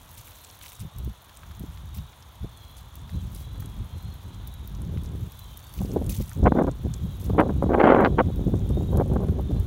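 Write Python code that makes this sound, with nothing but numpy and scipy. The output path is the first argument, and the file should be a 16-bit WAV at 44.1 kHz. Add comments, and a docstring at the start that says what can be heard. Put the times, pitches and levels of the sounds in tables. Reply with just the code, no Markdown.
"""Ticks, pops and flurries of tiny flakes come from the glassy crust of lava dribbling over a ledge.
The crust cracks as it cools, and each brittle fracture rings as a short damped oscillation.
Behind it lie a low steady hiss and a blurred chorus of far birds. Turbulent wind rumbles on the
microphone and in the second half buffets it in hard gusts."""
import sys
import numpy as np
from scipy import signal
from scipy.fft import rfft, irfft, next_fast_len
from scipy.io import wavfile
from scipy.ndimage import uniform_filter1d

SR = 44100
rng = np.random.default_rng(int(sys.argv[2]) if len(sys.argv) > 2 else 0)


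def unload_audio(sound):
    """Save the sound as a 16-bit wav file, at the path given as the first command line argument."""
    columns = np.transpose(np.atleast_2d(sound))
    # keep every value between -1 and 1, then stretch to whole-number steps
    steps = np.round(np.clip(columns, -1, 1) * 32767)
    wavfile.write(sys.argv[1], SR, steps.astype(np.int16))


N = 426006
T = np.arange(N) / SR


def undb(db):
    """Amplitude ratio of a level in decibels."""
    return 10 ** (np.asarray(db) / 20)


def unit(x):
    """Normalisation to rms 1."""
    return x / np.sqrt(np.mean(x ** 2) + 1e-20)


def steady(x, samples):
    """Envelope flattening: division by the running rms."""
    return x / np.sqrt(uniform_filter1d(x ** 2, size=samples) + 1e-12)


def curve(rows, at):
    """Linear interpolation through (x, y) rows."""
    return np.interp(at, *np.transpose(rows))


def colour(x, spectrum):
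    """Spectral shaping by (frequency_hz, level_db) rows, rolled off below the first; rms 1."""
    hz, db = np.transpose(spectrum)
    size = next_fast_len(N, True)
    bin_hz = np.fft.rfftfreq(size, 1 / SR) + 1e-9
    gain = undb(np.interp(np.log(bin_hz), np.log(hz), db)) * np.minimum(bin_hz / hz[0], 1) ** 2
    return unit(irfft(rfft(x, size) * gain, size)[:N])


def butterworth(x, kind, edge_hz, order=2):
    """Filtering with a maximally flat passband."""
    return signal.sosfilt(signal.butter(order, edge_hz, kind, fs=SR, output="sos"), x)


def noise_band(low_hz, high_hz):
    """Band-limited Gaussian noise; rms 1."""
    return unit(butterworth(rng.standard_normal(N), "band", [low_hz, high_hz], order=4))


def wander(rate_hz):
    """Random modulation: sample-and-hold noise, smoothed twice; rms 1."""
    hold = max(int(SR / rate_hz), 2)
    steps = np.repeat(rng.standard_normal(N // hold + 1), hold)
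    return unit(uniform_filter1d(uniform_filter1d(steps, hold), hold)[:N])


def swell(middle_s, length_s, edge=2.32):
    """A generalised Gaussian envelope of peak 1; edge 2 is a bell, higher has steeper flanks."""
    near = slice(max(int((middle_s - 2 * length_s) * SR), 0), int((middle_s + 2 * length_s) * SR))
    out = np.zeros(N)
    out[near] = np.exp(-np.abs(2 * (T[near] - middle_s) / length_s) ** edge)
    return out


# Spectrum of the surroundings: frequency_hz, relative_db
HISS_SPECTRUM = [(100, 6.5), (400, -1.5), (650, 2), (1000, 5.5), (1400, -0.5), (2000, -6.5), (2700, -7.5),
                 (3500, 0), (4200, -8), (4900, -17.5), (6800, -11), (7800, -24.5), (9500, -15),
                 (16000, -45)]
def hiss(level_db=-54.5, sway_db=0.3):
    """Broadband ambient noise: a smooth distant rush of nearly constant level."""
    return colour(rng.standard_normal(N), HISS_SPECTRUM) * undb(level_db + sway_db * wander(3))


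# Far calls that stand out of the chorus: start_s, end_s, first_hz, last_hz, relative_db
BIRD_CALLS = [(0.95, 1.25, 5650, 5600, -82), (2.4, 2.95, 4300, 3870, -65), (2.55, 2.85, 3340, 3320, -59.5),
              (3.3, 3.9, 3390, 3320, -61), (3.3, 3.75, 3880, 4020, -62.5), (3.85, 4.25, 4090, 4120, -62),
              (5.3, 5.55, 3920, 3900, -58), (5.4, 5.8, 3620, 3560, -62), (5.42, 5.6, 3160, 3100, -58),
              (5.55, 5.85, 4600, 4580, -66), (6.3, 6.6, 3780, 3980, -64), (6.75, 7.15, 3500, 3390, -61.5),
              (7.35, 7.8, 3930, 3770, -64.5), (8.65, 9.0, 3660, 3890, -56.5), (8.75, 9.0, 6850, 6980, -69),
              (9.35, 9.66, 3560, 3600, -62)]
def birds(blur_hz=130, chorus_db=-70, gain_db=-1.0, count=64):
    """Scattering in the forest smears far, wavering calls into gliding narrowband noise."""
    chorus = []
    for when, length, pitch, glide, nearness in rng.random((count, 5)):
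        start_s = when * N / SR
        end_s = start_s + 0.165 + 0.286 * length
        first_hz = 3100 + 950 * pitch
        chorus.append((start_s, end_s, first_hz, first_hz + 200 * (glide - .5), chorus_db + 7 * nearness))
    blur = wander(blur_hz) + 1j * wander(blur_hz)
    waver = 1 + .011 * wander(14)
    out = np.zeros(N)
    for start_s, end_s, first_hz, last_hz, db in list(BIRD_CALLS) + chorus:
        span = np.arange(int(start_s * SR), min(int(end_s * SR), N))
        progress = np.linspace(0, 1, len(span))
        shifted = span - rng.integers(N)  # each call has its own stretch of blur and waver
        pitch_hz = (first_hz + (last_hz - first_hz) * progress) * waver[shifted]
        phase = 2 * np.pi * np.cumsum(pitch_hz) / SR
        call = np.real(blur[shifted] * np.exp(1j * phase))
        out[span] += undb(db + gain_db) * np.sin(np.pi * progress) * call
    return out


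# Mean strength of the wind at the microphone: time_s, level_db
MEAN_FLOW = [(0.0, -73), (0.45, -80), (1.3, -76.5), (1.7, -58), (2.25, -72.5), (3.0, -65), (3.22, -56),
             (4.15, -59), (5.0, -47), (5.7, -71), (5.95, -38), (6.3, -56.5), (7.1, -48), (7.4, -32),
             (8.15, -32.5), (8.45, -37), (9.05, -37.5), (9.66, -37.5)]
# Gusts that swell above the mean: middle_s, length_s, level_db, extra_bass_db
GUSTS = [(1.007, 0.07, -51, 2.5), (1.97, 0.15, -60, 5.5), (3.172, 0.055, -48, 3.5), (3.603, 0.08, -58, 3.5),
         (3.956, 0.044, -51, 5.5), (4.061, 0.062, -59, 3.5), (4.28, 0.06, -50, 1),
         (4.968, 0.14, -47.5, 2.5), (5.933, 0.19, -34.5, -8.5), (6.456, 0.088, -33, 7),
         (6.582, 0.14, -25, -6), (7.415, 0.1, -24.5, 1), (7.71, 0.07, -29, 3.5), (7.897, 0.2, -15, -1),
         (8.02, 0.061, -18, -3), (8.577, 0.2, -39, 0.5), (8.966, 0.12, -32.5, 7), (9.102, 0.082, -34, 2.5),
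         (9.288, 0.067, -37.5, 4.5)]
def wind_level(puffs_per_s=13, puff_db=3):
    """Incoherent addition: the mean flow, with its puffs and lulls, and the gusts sum in power; in dB."""
    breeze_power = undb(curve(MEAN_FLOW, T) + puff_db * wander(puffs_per_s)) ** 2
    gust_power = sum(undb(db) ** 2 * swell(middle_s, length_s) for middle_s, length_s, db, _ in GUSTS)
    return 10 * np.log10(breeze_power + gust_power)


# Single eddies that hit the microphone: middle_s, length_s, level_db, corner_ratio
EDDIES = [(0.846, 0.037, -47, 1.0), (1.072, 0.011, -31.5, 0.51), (1.61, 0.019, -40.5, 0.9),
          (1.643, 0.015, -40, 0.9), (2.449, 0.013, -37, 1.2), (3.16, 0.018, -38.5, 0.63),
          (3.809, 0.019, -37, 0.33), (5.816, 0.018, -33, 1.6), (5.968, 0.017, -21.5, 0.69),
          (6.017, 0.013, -26.5, 0.69), (6.208, 0.017, -28, 0.73), (6.387, 0.036, -33, 0.89),
          (6.432, 0.0078, -19, 0.43), (6.47, 0.025, -14, 0.93), (6.522, 0.0056, -13, 0.63),
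          (6.596, 0.062, -19.5, 0.87), (6.682, 0.019, -21.5, 1.01), (6.858, 0.032, -28.5, 0.54),
          (7.302, 0.008, -23.5, 0.92), (7.399, 0.028, -13.0, 1.07), (7.498, 0.016, -24.5, 1.14),
          (7.634, 0.02, -21, 1.03), (7.701, 0.016, -20.5, 0.99), (7.742, 0.022, -17.5, 1.14),
          (7.806, 0.017, -14, 1.26), (7.846, 0.025, -16.5, 1.35), (7.902, 0.049, -16, 1.35),
          (8.05, 0.0059, -11.5, 2.02), (8.063, 0.017, -16.5, 1.4), (8.198, 0.029, -15, 1.11),
          (8.272, 0.021, -26.5, 0.54), (8.476, 0.03, -24.5, 0.48), (8.54, 0.01, -23.5, 0.76),
          (8.928, 0.019, -32, 1.4), (8.707, 0.015, -26, 0.78), (8.779, 0.016, -26.5, 0.67),
          (9.006, 0.024, -20.5, 0.94), (9.291, 0.0071, -21.5, 0.88), (9.509, 0.028, -29, 0.76)]
# Corner of the turbulence spectrum against the strength of the flow: flow_db, corner_hz
CORNER_BY_FLOW = [(-74, 177), (-29.5, 324), (-30.5, 400), (-21, 627), (-15.5, 976), (15, 640)]
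# Turbulence spectrum around that corner: ratio_to_corner, relative_band_db
BUFFET_SPECTRUM = [(.1, -32), (.2, -11.5), (.32, -6), (.5, -5.5), (.75, -7), (1.001, -9.5), (1.5, -15.5),
                   (2.7, -28), (4, -50.5), (6, -77)]
def buffeting(wind_db, flutter_db=3.0, churn_db=1.0, tear_db=4.5, gain_db=1.0):
    """Turbulence at the microphone port: harder flow makes smaller, faster eddies and a brighter noise."""
    # light air comes fitfully, a full blast more evenly
    depth_db = np.interp(wind_db, [-30, -20], [flutter_db, churn_db])
    power = undb(wind_db + depth_db * wander(70)) ** 2
    weighted_power = power.copy()
    for middle_s, length_s, db, corner_ratio in EDDIES:
        eddy_power = undb(db) ** 2 * swell(middle_s, length_s, edge=3.0)
        power += eddy_power
        weighted_power += corner_ratio * eddy_power
    flow_db = 10 * np.log10(power)
    corner_hz = curve(CORNER_BY_FLOW, flow_db) * weighted_power / power
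    ratios, shape_db = np.transpose(BUFFET_SPECTRUM)
    turbulence = np.zeros(N)
    for hz in 170 * 2 ** (np.arange(11) / 2):  # half-octave bands
        band_db = np.interp(np.log(hz / corner_hz), np.log(ratios), shape_db)
        turbulence += undb(band_db) * noise_band(hz / 2 ** .25, hz * 2 ** .25)
    tearing = undb(tear_db * wander(500))  # the flow leaves the port in millisecond bursts
    return steady(turbulence * tearing, samples=1100) * undb(flow_db + gain_db)


# Spectrum of the pressure on the housing: frequency_hz, relative_db
RUMBLE_SPECTRUM = [(20, -26), (32, -19.5), (48, -0.5), (80, -0.5), (120, -5.5), (170, -21.5), (240, -28.5),
                   (400, -74.5)]
# The rumble grows with the wind, then levels off and eases in the hardest gusts: flow_db, rumble_db
RUMBLE_BY_FLOW = [(-79, -55.5), (-64.5, -43.5), (-44.5, -31.5), (-39.5, -26.5), (-32.5, -25.5),
                  (-24.5, -27), (-8, -33.5)]
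def rumble(wind_db, throb_db=2.5, wake_s=0.048, wake_db=-3.5, upper_db=-12.0, upper_growth=0.45):
    """Pressure fluctuation: large slow eddies push on the housing; the upper band grows fastest."""
    # each eddy's energy is spread over the length of its wake
    wake_power = sum(undb(db + wake_db) ** 2 * length_s / wake_s * swell(middle_s, wake_s)
                     for middle_s, length_s, db, _ in EDDIES)
    flow_db = 10 * np.log10(undb(wind_db) ** 2 + wake_power)
    level_db = curve(RUMBLE_BY_FLOW, flow_db) + throb_db * wander(35)
    level_db += sum(bass_db * swell(middle_s, length_s) for middle_s, length_s, _, bass_db in GUSTS)
    deep = colour(rng.standard_normal(N), RUMBLE_SPECTRUM)
    upper = noise_band(110.2, 198.4) * undb(upper_db + upper_growth * (level_db - np.median(level_db)))
    return steady(deep + upper, samples=3000) * undb(level_db)


# Strands of lava that stretch and settle on the heap: middle_s, length_s, level_db
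DRIPS = [(0.4, 0.75, -55), (1.6, 0.82, -64), (3.25, 0.32, -61), (5.7, 0.94, -58), (6.28, 0.18, -53.5),
         (7.12, 0.49, -61.5), (8.75, 0.98, -63)]
def flaking_level(rest_db=-61.5, cooling_db_per_s=-0.18):
    """Strain sheds flakes: their level, in dB, eases as the crust cools and rises with each drip."""
    rest_power = undb(rest_db + cooling_db_per_s * T) ** 2
    drip_power = sum(undb(db) ** 2 * swell(middle_s, length_s, edge=3.7) for middle_s, length_s, db in DRIPS)
    return 10 * np.log10(rest_power + drip_power)


# Spectrum of the flakes: frequency_hz, relative_db
FLAKE_SPECTRUM = [(1180, -37), (2000, -1), (2960, 1.5), (4380, 0.5), (5030, -1.5), (6040, 3.5), (7980, 0),
                  (10500, 2), (11700, 4), (14500, 2.5), (16000, 5)]
# Small showers of flakes: start_s, half_fade_s, relative_db
FLURRIES = [(0.173, 0.047, -48), (0.27, 0.071, -52), (0.622, 0.13, -48), (0.803, 0.016, -44.5),
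            (1.944, 0.039, -48.5), (2.767, 0.04, -53.5), (3.348, 0.088, -50.5), (3.598, 0.027, -52.5),
            (5.738, 0.23, -52), (6.092, 0.11, -42), (7.197, 0.1, -54)]
def flakes(flaking_db, bands=9, per_band_per_s=1600, size_spread_db=4.5, clump_db=2.5):
    """Shot noise: countless tiny flakes spring off the crust, in clumps and now and then in a shower."""
    edges_hz = np.geomspace(1500, 17000, bands + 1)
    fizz = np.zeros(N)
    for low_hz, high_hz in zip(edges_hz, edges_hz[1:]):
        breaks = rng.random(N) < per_band_per_s / SR
        impulses = breaks * rng.standard_normal(N) * undb(size_spread_db * rng.standard_normal(N))
        fizz += butterworth(impulses, "band", [low_hz, high_hz])
    strength = undb(flaking_db)
    for start_s, half_fade_s, db in FLURRIES:
        fade = np.interp(T, [start_s, start_s + 2 * half_fade_s], [1.2, 0], left=0)
        strength = np.maximum(strength, undb(db) * fade)
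    clumps = undb(clump_db * wander(220))
    return colour(fizz * clumps, FLAKE_SPECTRUM) * strength


SNAP_SAMPLES = 256
def snap(pitch_hz, decay_cycles, highest_hz=15000):
    """Damped oscillation: a fragment rings, falling to 1/e in decay_cycles periods."""
    cycles = min(pitch_hz, highest_hz) * np.arange(SNAP_SAMPLES) / SR
    return np.sin(2 * np.pi * cycles) * np.exp(-cycles / decay_cycles)


def crackle(flaking_db, gain_db=11.0, spread_db=6.0, decay_cycles=2.5, count=480):
    """Acoustic emission: small cracks at random times and pitches, stronger while lava drips."""
    out = np.zeros(N + SNAP_SAMPLES)
    for when, pitch, rank, ring in rng.random((count, 4)):
        start = int(when * N)
        rarity = -np.log(.1 + rank)  # strong cracks are the rare ones
        db = flaking_db[start] + gain_db + spread_db * rarity
        pitch_hz = 5000 + 10000 * np.sqrt(pitch)
        out[start:start + SNAP_SAMPLES] += undb(db) * snap(pitch_hz, decay_cycles * (.5 + ring))
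    return butterworth(out[:N], "high", 2000)


def cracks(rows, decay_cycles, gain_db, splinter_db, splinter_s, low_cut_hz, samples=1400):
    """Brittle fracture: one sharp snap, then a decaying train of splinters and reflections off rock."""
    out = np.zeros(N + 2 * samples)
    age_s = np.arange(samples) / SR
    for start_s, db, pitch_hz in rows:
        impulses = undb(splinter_db) * rng.standard_normal(samples) ** 3 * np.exp(-age_s / splinter_s)
        impulses[0] = 1  # the fracture itself
        crack = np.convolve(impulses, snap(pitch_hz, decay_cycles))[:samples]
        start = int(start_s * SR)
        out[start:start + samples] += undb(db + gain_db) * crack / np.abs(crack).max()
    return butterworth(out[:N], "high", low_cut_hz)


# Fractures of thicker crust: start_s, relative_db, pitch_hz
CRUST_POPS = [(0.2776, -46.5, 2240), (0.6136, -43, 2950), (0.64, -46, 2400), (0.661, -39.5, 3270),
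              (0.72, -45.5, 2600), (1.294, -47, 3180), (1.433, -44, 1390), (1.5112, -46, 1280),
              (1.7744, -44.5, 3040), (1.9849, -45, 3930), (2.13, -51, 3130), (3.0944, -46, 3300),
              (3.5583, -48.5, 1280), (3.6237, -45, 1240), (4.9733, -43, 2280), (5.7895, -43, 3460),
              (6.316, -42, 1190)]
def pops():
    """Heavy damping: thicker crust breaks with a dull pop that dies in about a cycle."""
    return cracks(CRUST_POPS, decay_cycles=0.53, gain_db=10.5,
                  splinter_db=-30.5, splinter_s=0.0049, low_cut_hz=900)


# Fractures of the glassy crust: start_s, relative_db, pitch_hz (capped by snap)
CRUST_TICKS = [(0.2718, -34, 9150), (0.447, -26.5, 7600), (0.5007, -31.5, 5700), (0.802, -27, 9000),
               (0.985, -23, 12200), (1.0465, -27, 15400), (1.3718, -28.5, 8550), (1.5956, -25, 12300),
               (2.2247, -35.5, 5500), (2.5736, -32.5, 9900), (2.7821, -35, 8990), (2.9554, -23, 14200),
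               (3.348, -25, 11500), (3.6046, -25, 14700), (3.6591, -29, 10200), (4.0263, -31, 13400),
               (4.14, -31, 15300), (4.4742, -22, 15100), (4.54, -27.5, 12100), (4.6753, -22, 15400),
               (4.75, -36, 6000), (4.819, -28, 10100), (5.035, -31.5, 12000), (5.0594, -35.5, 6500),
               (5.32, -24, 15600), (5.3921, -23, 15000), (5.5732, -22.5, 13200), (5.7383, -28, 12100),
               (5.917, -31.5, 6230), (5.9384, -28, 14700), (6.043, -31, 10000), (6.0646, -27, 9650),
               (6.0952, -15.5, 11900), (6.1015, -28, 8980), (6.1225, -28, 14000), (6.2948, -24.5, 9500),
               (6.4403, -33, 6160), (6.626, -35, 9350), (6.714, -32, 7240), (6.9394, -21.5, 6940),
               (7.243, -21, 15600), (7.404, -26, 10100), (7.634, -33.5, 9520), (8.0087, -32, 12500),
               (8.3599, -29, 14100), (8.692, -29.5, 9260), (8.9723, -19.5, 11000), (9.1361, -33.5, 9750),
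               (9.41, -35, 12800), (9.5985, -28.5, 11500)]
def ticks():
    """Thermal stress: the cooling glassy crust cracks with short, bright ticks."""
    return cracks(CRUST_TICKS, decay_cycles=1.3, gain_db=-1.5,
                  splinter_db=-29, splinter_s=0.0029, low_cut_hz=2510)


def scene():
    """Superposition of crust, surroundings and wind at one microphone."""
    wind_db, flaking_db = wind_level(), flaking_level()
    crust = ticks() + pops() + flakes(flaking_db) + crackle(flaking_db)
    surroundings = hiss() + birds()
    wind = rumble(wind_db) + buffeting(wind_db)
    return (crust + surroundings + wind)[None]


def record(dry, top_hz=15750):
    """Soft saturation rounds the highest peaks, and a steep low-pass cuts the top."""
    low_pass = signal.ellip(10, .2, 70, top_hz, fs=SR, output="sos")
    return signal.sosfilt(low_pass, np.tanh(dry))


dry = scene()
out = record(dry)
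unload_audio(out)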